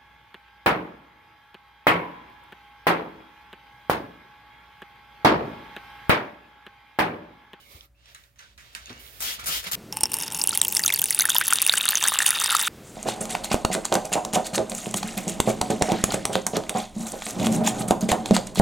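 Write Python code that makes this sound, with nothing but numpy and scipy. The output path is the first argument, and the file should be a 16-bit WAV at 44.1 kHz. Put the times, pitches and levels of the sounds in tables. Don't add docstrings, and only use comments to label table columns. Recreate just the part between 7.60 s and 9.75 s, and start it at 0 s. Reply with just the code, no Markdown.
import sys
import numpy as np
from scipy import signal
from scipy.fft import rfft, irfft
from scipy.io import wavfile
from scipy.ndimage import uniform_filter1d

SR = 44100
rng = np.random.default_rng(int(sys.argv[2]) if len(sys.argv) > 2 else 0)


def wav_out(sig):
    wavfile.write(sys.argv[1], SR, np.round(np.clip(np.atleast_2d(sig).T, -1, 1) * 32767).astype(np.int16))


def level_to_linear(level):
    exponent = np.asarray(level, float) / 20
    return 10 ** exponent


N = 94991
T = np.arange(N) / SR


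def unit(x):
    return x / np.sqrt(np.mean(x ** 2))


def noise():
    return rng.standard_normal((3, N))


def colour(x, spectrum):
    hz, db = np.array(spectrum).T
    bin_hz = np.arange(N // 2 + 1) * SR / N + 1
    bin_db = np.interp(np.log(bin_hz), np.log(hz), db, left=-np.inf)
    return unit(irfft(rfft(x) * level_to_linear(bin_db), N))


def walk(rate_hz):
    k = int(SR / rate_hz)
    steps = np.repeat(rng.standard_normal(N // k + 1), k)
    return uniform_filter1d(uniform_filter1d(steps, k), k)[:N]


def since(start_s):
    return np.clip(T - start_s, 0, None)


def swell(start_s, rise_s, hold_s, fade_s):
    t = T - start_s
    return np.clip(t / rise_s, 0, 1) * np.exp(-np.clip(t - rise_s - hold_s, 0, None) / fade_s)


def rub(rubs, spectrum, rough_db):
    force = sum(level_to_linear(db) * swell(start, rise, hold, fade) for start, rise, hold, fade, db in rubs)
    return force * level_to_linear(rough_db * walk(45.76)) * colour(noise(), spectrum)


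# (start [s], swell [s], hold [s], fade [s], level [dB])
CLOTH_RUBS = [
    (-.05, 0.14, 0.11, 0.029, -56),
    (.2, 0.027, 0.021, 0.014, -69),
]
# (frequency [Hz], level [dB])
CLOTH = [(120, -42), (200, 0.5), (1180, -1.5), (1530, -15.5), (2210, -4), (2910, -8), (3690, -4.5),
         (7410, -15), (16000, -10.5)]
# (start [s], swell [s], hold [s], fade [s], level [dB])
SLEEVE_RUBS = [
    (1.388, 0.0077, 0.27, 0.037, -53.5),
    (.97, 0.047, 0.39, 0.1, -69.5),
    (0.468, 0.018, 0.16, 0.078, -68),
]
# (frequency [Hz], level [dB])
SLEEVE = [(120, -24), (200, -11), (432, 2.5), (986, -4), (2050, -5), (3560, -5.5), (7830, -13),
          (14300, -6.5), (16000, -7)]


def sleeve_rubs():
    return rub(SLEEVE_RUBS, SLEEVE, rough_db=0.88) + rub(CLOTH_RUBS, CLOTH, rough_db=2.3)


# (frequency [Hz], width [Hz], level [dB])
HUM = [
    (57.1, 10.64, -61),
    (120.2, 11.7, -69.5),
    (567, 2.3, -77.5),
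]
# (frequency [Hz], level [dB])
RUMBLE = [(25, -25), (38, -9), (52, 11.5), (75, 6.5), (130, -5), (300, -13.5), (700, -31)]
# (frequency [Hz], level [dB])
AIR = [(60, 0), (240, -29), (680, -20), (960, -25), (2500, -28), (3500, -38), (10000, -50), (16000, -51)]


def workshop():
    rumble_db, grows_db_per_s, air_db = -69.5, 7.5, -72
    hum = 0
    for hz, width_hz, db in HUM:
        level = level_to_linear(db + 2 * walk(width_hz))
        hum = hum + level * np.sin(2 * np.pi * hz * T + .5 * walk(width_hz))
    rumble = colour(noise(), RUMBLE) * level_to_linear(rumble_db + grows_db_per_s * T + 2 * walk(12.45))
    air = colour(noise(), AIR) * level_to_linear(air_db)
    return hum + rumble[0] + 0.56 * rumble[1:] + air[0] + .5 * air[1:]


# (start [s], hold [s], from [Hz], to [Hz], level [dB])
HOLLOWS = [(0.0, 0.038, 3020, 2950, -62), (0.0, 0.043, 1640, 1590, -65.5), (0.016, .04, 2200, 2200, -70),
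           (0.059, 0.093, 2210, 2150, -62), (0.159, 0.036, 2300, 2260, -65),
           (0.212, 0.036, 2150, 2100, -68.5), (0.142, 0.0085, 1260, 1276, -54),
           (0.19, 0.075, 1253, 1250, -66), (0.346, 0.11, 2500, 2880, -73.5),
           (0.547, 0.014, 1740, 1680, -54), (.548, 0.011, 4200, 3980, -56), (0.589, 0.036, 1915, 1840, -68),
           (0.787, 0.0096, 6300, 6010, -53.5), (0.807, 0.061, 1500, 1500, -58),
           (1.257, 0.022, 2790, 2640, -55), (1.258, 0.026, 3700, 3580, -53.5),
           (1.298, 0.11, 2394, 2882, -57.5), (1.312, 0.146, 2197, 2158, -61),
           (1.784, 0.048, 1315, 1320, -46.5), (1.788, 0.064, 2300, 2250, -52),
           (1.882, 0.021, 1296, 1290, -34.5), (2.058, 0.017, 2100, 2130, -47),
           (2.135, 0.023, 1257, 1310, -42)]


def hollows():
    width_hz, rise_s, fade_s = 340, 0.00057, 0.0052
    real, imag = np.array([[walk(width_hz) for _ in range(3)] for _ in range(2)])
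    tones = 0
    for start, hold, from_hz, to_hz, db in HOLLOWS:
        glide = np.sqrt(np.clip((T - start) / hold, 0, 1))
        phase = 2 * np.pi * np.cumsum(from_hz + (to_hz - from_hz) * glide) / SR
        tones = tones + level_to_linear(db) * swell(start, rise_s, hold, fade_s) * np.exp(1j * phase)
    return ((real + 1j * imag) * tones).real


# (time [s], level [dB], frequency [Hz], decay [s])
THUDS = [(0.147, -36, 79, 0.012), (1.21, -49, 58.7, 0.04), (1.281, -44, 302, 0.0039),
         (1.2988, -38.5, 245.5, 0.021), (1.3, -40.5, 108, 0.02), (1.301, -45, 506, 0.001),
         (1.325, -51, 630, 0.0029), (1.361, -49, 247, 0.026), (1.32, -51.5, 131.7, 0.054),
         (1.631, -54, 109, 0.045), (1.784, -46, 210, 0.0091), (1.833, -48, 147, 0.013),
         (1.885, -46, 91.5, .03), (1.887, -36, 160.5, 0.018), (2.063, -38, 183.5, 0.019),
         (2.131, -39.5, 157, 0.045)]
# (frequency [Hz], level [dB])
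WOOD = [(100, -20), (250, 0), (800, -3), (1400, -8), (2500, -20), (5000, -40)]


def thuds():
    rattle_db, rise_s = -5.5, 0.004
    wood, out = colour(noise(), WOOD), 0
    for start, db, hz, decay in THUDS:
        t = since(start)
        knock = np.sin(2 * np.pi * hz * t) + level_to_linear(rattle_db) * (hz / 200) ** 2 * wood
        out = out + level_to_linear(db) * (1 - np.exp(-t / rise_s)) * np.exp(-t / decay) * knock
    return out


# (time [s], level [dB], ring [Hz], crack [dB], tail [dB])
TICKS = [(0.2077, -52, 3020, 3, -19), (.457, -48, 3430, 0.5, -23), (0.5468, -45.5, 1820, 8, -6.5),
         (0.637, -48, 2340, -2, -20), (0.758, -62, 1970, 2, -5), (.791, -48.5, 2560, 5.5, -5),
         (.977, -44, 2460, -2, -7), (1.005, -52, 2210, 0, -14), (1.1496, -28.5, 1620, 5, -14.5),
         (1.256, -45, 2920, 0, -24), (1.271, -38, 2740, -4, -25), (1.295, -37.5, 2220, -17, -19.5),
         (1.328, -44, 2660, -15, -18), (2.0675, -27.5, 2100, -4, -19.5)]
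# (frequency [Hz], level [dB])
CRACK = [(500, -30), (1500, 0), (7000, -3), (16000, -14)]
# (frequency [Hz], level [dB])
TAIL = [(180, -4), (300, -17), (856, -3), (1230, 4.5), (1750, 4), (4590, -7.5), (6520, -7), (16000, -22)]


def ticks():
    rise_s, crack_s, ring_s, tail_s, gain_db = .0007, .0012, .002, 0.041, 1
    crack_noise, rustle_noise = colour(noise(), CRACK), colour(noise(), TAIL)
    out = 0
    for start, db, hz, crack_db, tail_db in TICKS:
        t = since(start)
        modes = np.sin(2 * np.pi * hz * t) + 1.14 * np.sin(2 * np.pi * 1.606 * hz * t)
        ring = np.exp(-t / ring_s) * modes * np.array([[1], [.3], [-.3]])
        crack = level_to_linear(crack_db) * np.exp(-t / crack_s) * crack_noise
        rustle = level_to_linear(tail_db) * np.exp(-t / tail_s) * rustle_noise
        onset = 1 - np.exp(-(t / rise_s) ** 2)
        out = out + level_to_linear(db + gain_db) * onset * (ring + crack + rustle)
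    return out


# (time [s], level [dB],
# frequency [Hz])
CLICKS = [(.2085, -36, 3450), (.2087, -43, 5500), (0.547, -39, 6600), (.549, -35.5, 8580),
          (.5555, -42, 1810), (.7915, -50, 3900), (.796, -44, 2660), (0.802, -48, 1620),
          (1.2582, -34, 6430), (1.2582, -36, 4450), (1.259, -39.5, 10300), (1.268, -41, 6800),
          (1.283, -44, 2700), (1.283, -46, 7100), (1.2954, -33, 4200), (1.302, -45, 1500),
          (1.315, -51, 3940), (1.329, -38, 5930), (1.345, -49, 4350), (1.363, -48, 3800),
          (1.378, -47, 6460), (1.4648, -38, 3700), (1.4768, -41, 3500), (1.5965, -42, 5030),
          (1.598, -37, 7950), (1.832, -37, 800), (1.8587, -27.5, 9500), (1.8605, -27, 8900),
          (1.869, -19.5, 10000), (2.1157, -20, 13000), (2.1211, -21.5, 7800), (2.1208, -20.5, 11500),
          (2.144, -27, 12200)]


def clicks():
    decay_s = .0004
    out = 0
    for start, db, hz in CLICKS:
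        t = np.clip(T - start, 0, 12 * decay_s)
        pulse = np.e * t / decay_s * np.exp(-t / decay_s)
        out = out + level_to_linear(db) * pulse * np.sin(2 * np.pi * hz * t)
    return out * np.array([[1], [.3], [-.3]])


# (time [s], length [s], from [Hz], to [Hz], level [dB])
SQUEAKS = [
    (0.246, 0.021, 16000, 11300, -66.5),
]


def squeaks():
    out = 0
    for start, length, from_hz, to_hz, db in SQUEAKS:
        u = np.clip((T - start) / length, 0, 1)
        phase = 2 * np.pi * np.cumsum(from_hz + (to_hz - from_hz) * u) / SR
        out = out + level_to_linear(db) * np.sin(np.pi * u) * np.sin(phase)
    return out


# (start [s], swell [s], hold [s], fade [s], level [dB])
GRIP_RUBS = [
    (.34, 0.077, 0.016, 0.029, -68.5),
    (.43, 0.044, 0.045, 0.027, -60),
    (.58, 0.015, 0.022, 0.016, -64.5),
    (.77, 0.033, 0.063, 0.056, -60),
    (1.0, 0.038, 0.2, 0.09, -60.5),
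    (1.2, 0.085, 0.023, 0.0076, -59),
    (1.293, 0.0023, 0.1, 0.046, -59),
    (1.745, 0.01, 0.027, 0.01, -49),
    (1.785, 0.0084, 0.062, 0.0094, -47),
    (2.052, 0.0065, 0.014, 0.015, -38.5),
]
# (frequency [Hz], level [dB])
GRIP = [(350, -7.5), (790, 2), (950, 1.5), (1300, -2), (3640, -0.5), (8360, -14.5), (14500, -31)]


def grip_rubs():
    return rub(GRIP_RUBS, GRIP, rough_db=2.37)


# (start [s], swell [s], hold [s], fade [s], level [dB])
TRIGGER_RUBS = [
    (1.115, 0.021, 0.01, .004, -58.5),
    (1.792, 0.003, 0.0055, .012, -41.5),
    (1.836, 0.0065, 0.0023, 0.004, -37),
    (2.028, 0.0015, 0.0031, 0.0071, -41.5),
    (2.04, 0.00091, 0.0013, 0.011, -36.5),
    (2.066, 0.0016, 0.01, 0.011, -35),
    (2.089, 0.0028, 0.0025, .006, -57),
]
# (frequency [Hz], level [dB])
TRIGGER = [(180, -29), (300, -2), (994, 8), (2210, 1.5), (11900, -6), (13500, -6), (16000, -8.5)]


def trigger_rubs():
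    return rub(TRIGGER_RUBS, TRIGGER, rough_db=1.5)


# (start [s], surge after [s])
SQUIRT_STARTS = [
    (1.601, .022),
    (1.858, .009),
    (2.112, .003),
]
# (length [s], nozzle level [dB], splash level [dB])
SQUIRTS = [
    (0.141, -32.5, -35),
    (0.138, -30.5, -32.5),
    (.15, -33.5, -29),
]
# (time [s], level [dB])
SPITS = [
    (1.6053, -29.5),
    (1.611, -33),
    (1.626, -56),
    (1.859, -30),
    (1.884, -31),
    (1.87, -32),
    (2.114, -31.5),
    (2.1205, -27.5),
    (2.132, -21.5),
]
# (frequency [Hz], level [dB])
NOZZLE = [(180, 7), (300, -5), (978, 12), (2250, 3.5), (6960, 7.5), (11300, 5), (14000, 10), (16000, 4)]
# (frequency [Hz], level [dB])
STONE = [(120, -54), (200, -16), (2610, -5.5), (3190, -0.5), (3830, -5.5), (4860, -7.5), (8580, -15.5),
         (13300, -17.5), (16000, -26)]


def spray():
    attack_s, release_s, spit_s = .004, 0.0051, 0.0013
    sag_db, sag_s, fall_db_per_s = -5, 0.056, 20
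    sputter_db, sputter_s, presurge_db = 1.5, .025, -5
    peak_share, roundness, splash_rise_s, splash_release_s = 0.58, 1.82, 0.021, 0.096
    drops_per_s, drop_spread_db, drop_share_db = 3300, 4, 3
    jet, splash = 0, 0
    sputter = walk(110)
    for (start, surge), (length, jet_db, splash_db) in zip(SQUIRT_STARTS, SQUIRTS):
        t = since(start)
        db = jet_db + sag_db * (1 - np.exp(-np.abs(t - surge) / sag_s)) - fall_db_per_s * t
        db = db + sputter_db * sputter * np.exp(-t / sputter_s)
        db = db + presurge_db * np.clip((surge - t) / 0.0015, 0, 1)
        jet = jet + level_to_linear(db) * swell(start, attack_s, length, release_s)
        arch = np.exp(-roundness * (t / (peak_share * length) - 1) ** 2)
        splash_swell = swell(start, splash_rise_s, length, splash_release_s)
        splash = splash + level_to_linear(splash_db) * arch * splash_swell
    jet = jet + sum(level_to_linear(db) * swell(start, 0.00025, 0, spit_s) for start, db in SPITS)

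    chance, sign, size = rng.random((3, 3, N))
    drop_level = level_to_linear(-drop_spread_db * np.log(size + 0.032))
    drops = (chance < drops_per_s / SR) * np.sign(sign - .5) * drop_level
    patter = noise() + level_to_linear(drop_share_db) * unit(drops)
    hiss = colour(patter[:, ::-1], NOZZLE)
    return jet * level_to_linear(1.7 * walk(70)) * hiss + splash * level_to_linear(0.5 * walk(75)) * colour(patter, STONE)


def heard(x, pan_db, scatter_db, room_db):
    lag_s, scatter_hz, alike_hz, t60_s = 0.0004253, 1500, 685, 0.12
    n = int(.25 * SR)
    high = signal.butter(2, scatter_hz, "high", fs=SR, output="sos")
    tail = rng.standard_normal((2, n)) * np.exp(-np.log(1000) * T[:n] / t60_s) * (T[:n] > .002)
    tail = signal.sosfilt(high, tail / np.sqrt(np.sum(tail ** 2, axis=1, keepdims=True)))
    low = signal.sosfiltfilt(signal.butter(2, alike_hz, fs=SR, output="sos"), x[0])
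    late = low + np.interp(T - lag_s, T, x[0] - low)
    near = np.array([x[0], late]) + level_to_linear(scatter_db) * signal.sosfilt(high, x[1:])
    room = level_to_linear(room_db) * signal.fftconvolve(x[1:], tail, axes=1)[:, :N]
    return near * level_to_linear(np.array([[pan_db], [-pan_db]]) / 2) + room


def scene():
    sleeve = heard(sleeve_rubs() + squeaks(), pan_db=-5.5, scatter_db=4.7, room_db=-7.5)
    plastic = hollows() + ticks() + clicks() + grip_rubs()
    plastic = heard(plastic, pan_db=-4.5, scatter_db=1, room_db=-1.5)
    bench = heard(thuds(), pan_db=2.7, scatter_db=2, room_db=-4)
    bottle = heard(trigger_rubs() + spray(), pan_db=2.3, scatter_db=1, room_db=0.97)
    return sleeve + workshop() + plastic + bench + bottle


def roll_off(x):
    return signal.sosfilt(signal.butter(12, 16780, fs=SR, output="sos"), x)


def record(dry):
    top_hz, dip_hz, dip_share = 15900, (460, 1500), 0.29
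    x = signal.sosfilt(signal.ellip(8, .2, 50, top_hz, fs=SR, output="sos"), dry)
    x = signal.sosfilt(signal.butter(2, 30, "high", fs=SR, output="sos"), x)
    shaded = signal.sosfilt(signal.butter(1, dip_hz, "band", fs=SR, output="sos"), x[0])
    mix = np.array([x[0] - dip_share * shaded, x[1]])
    return roll_off(mix)


dry = scene()
out = record(dry)
wav_out(out)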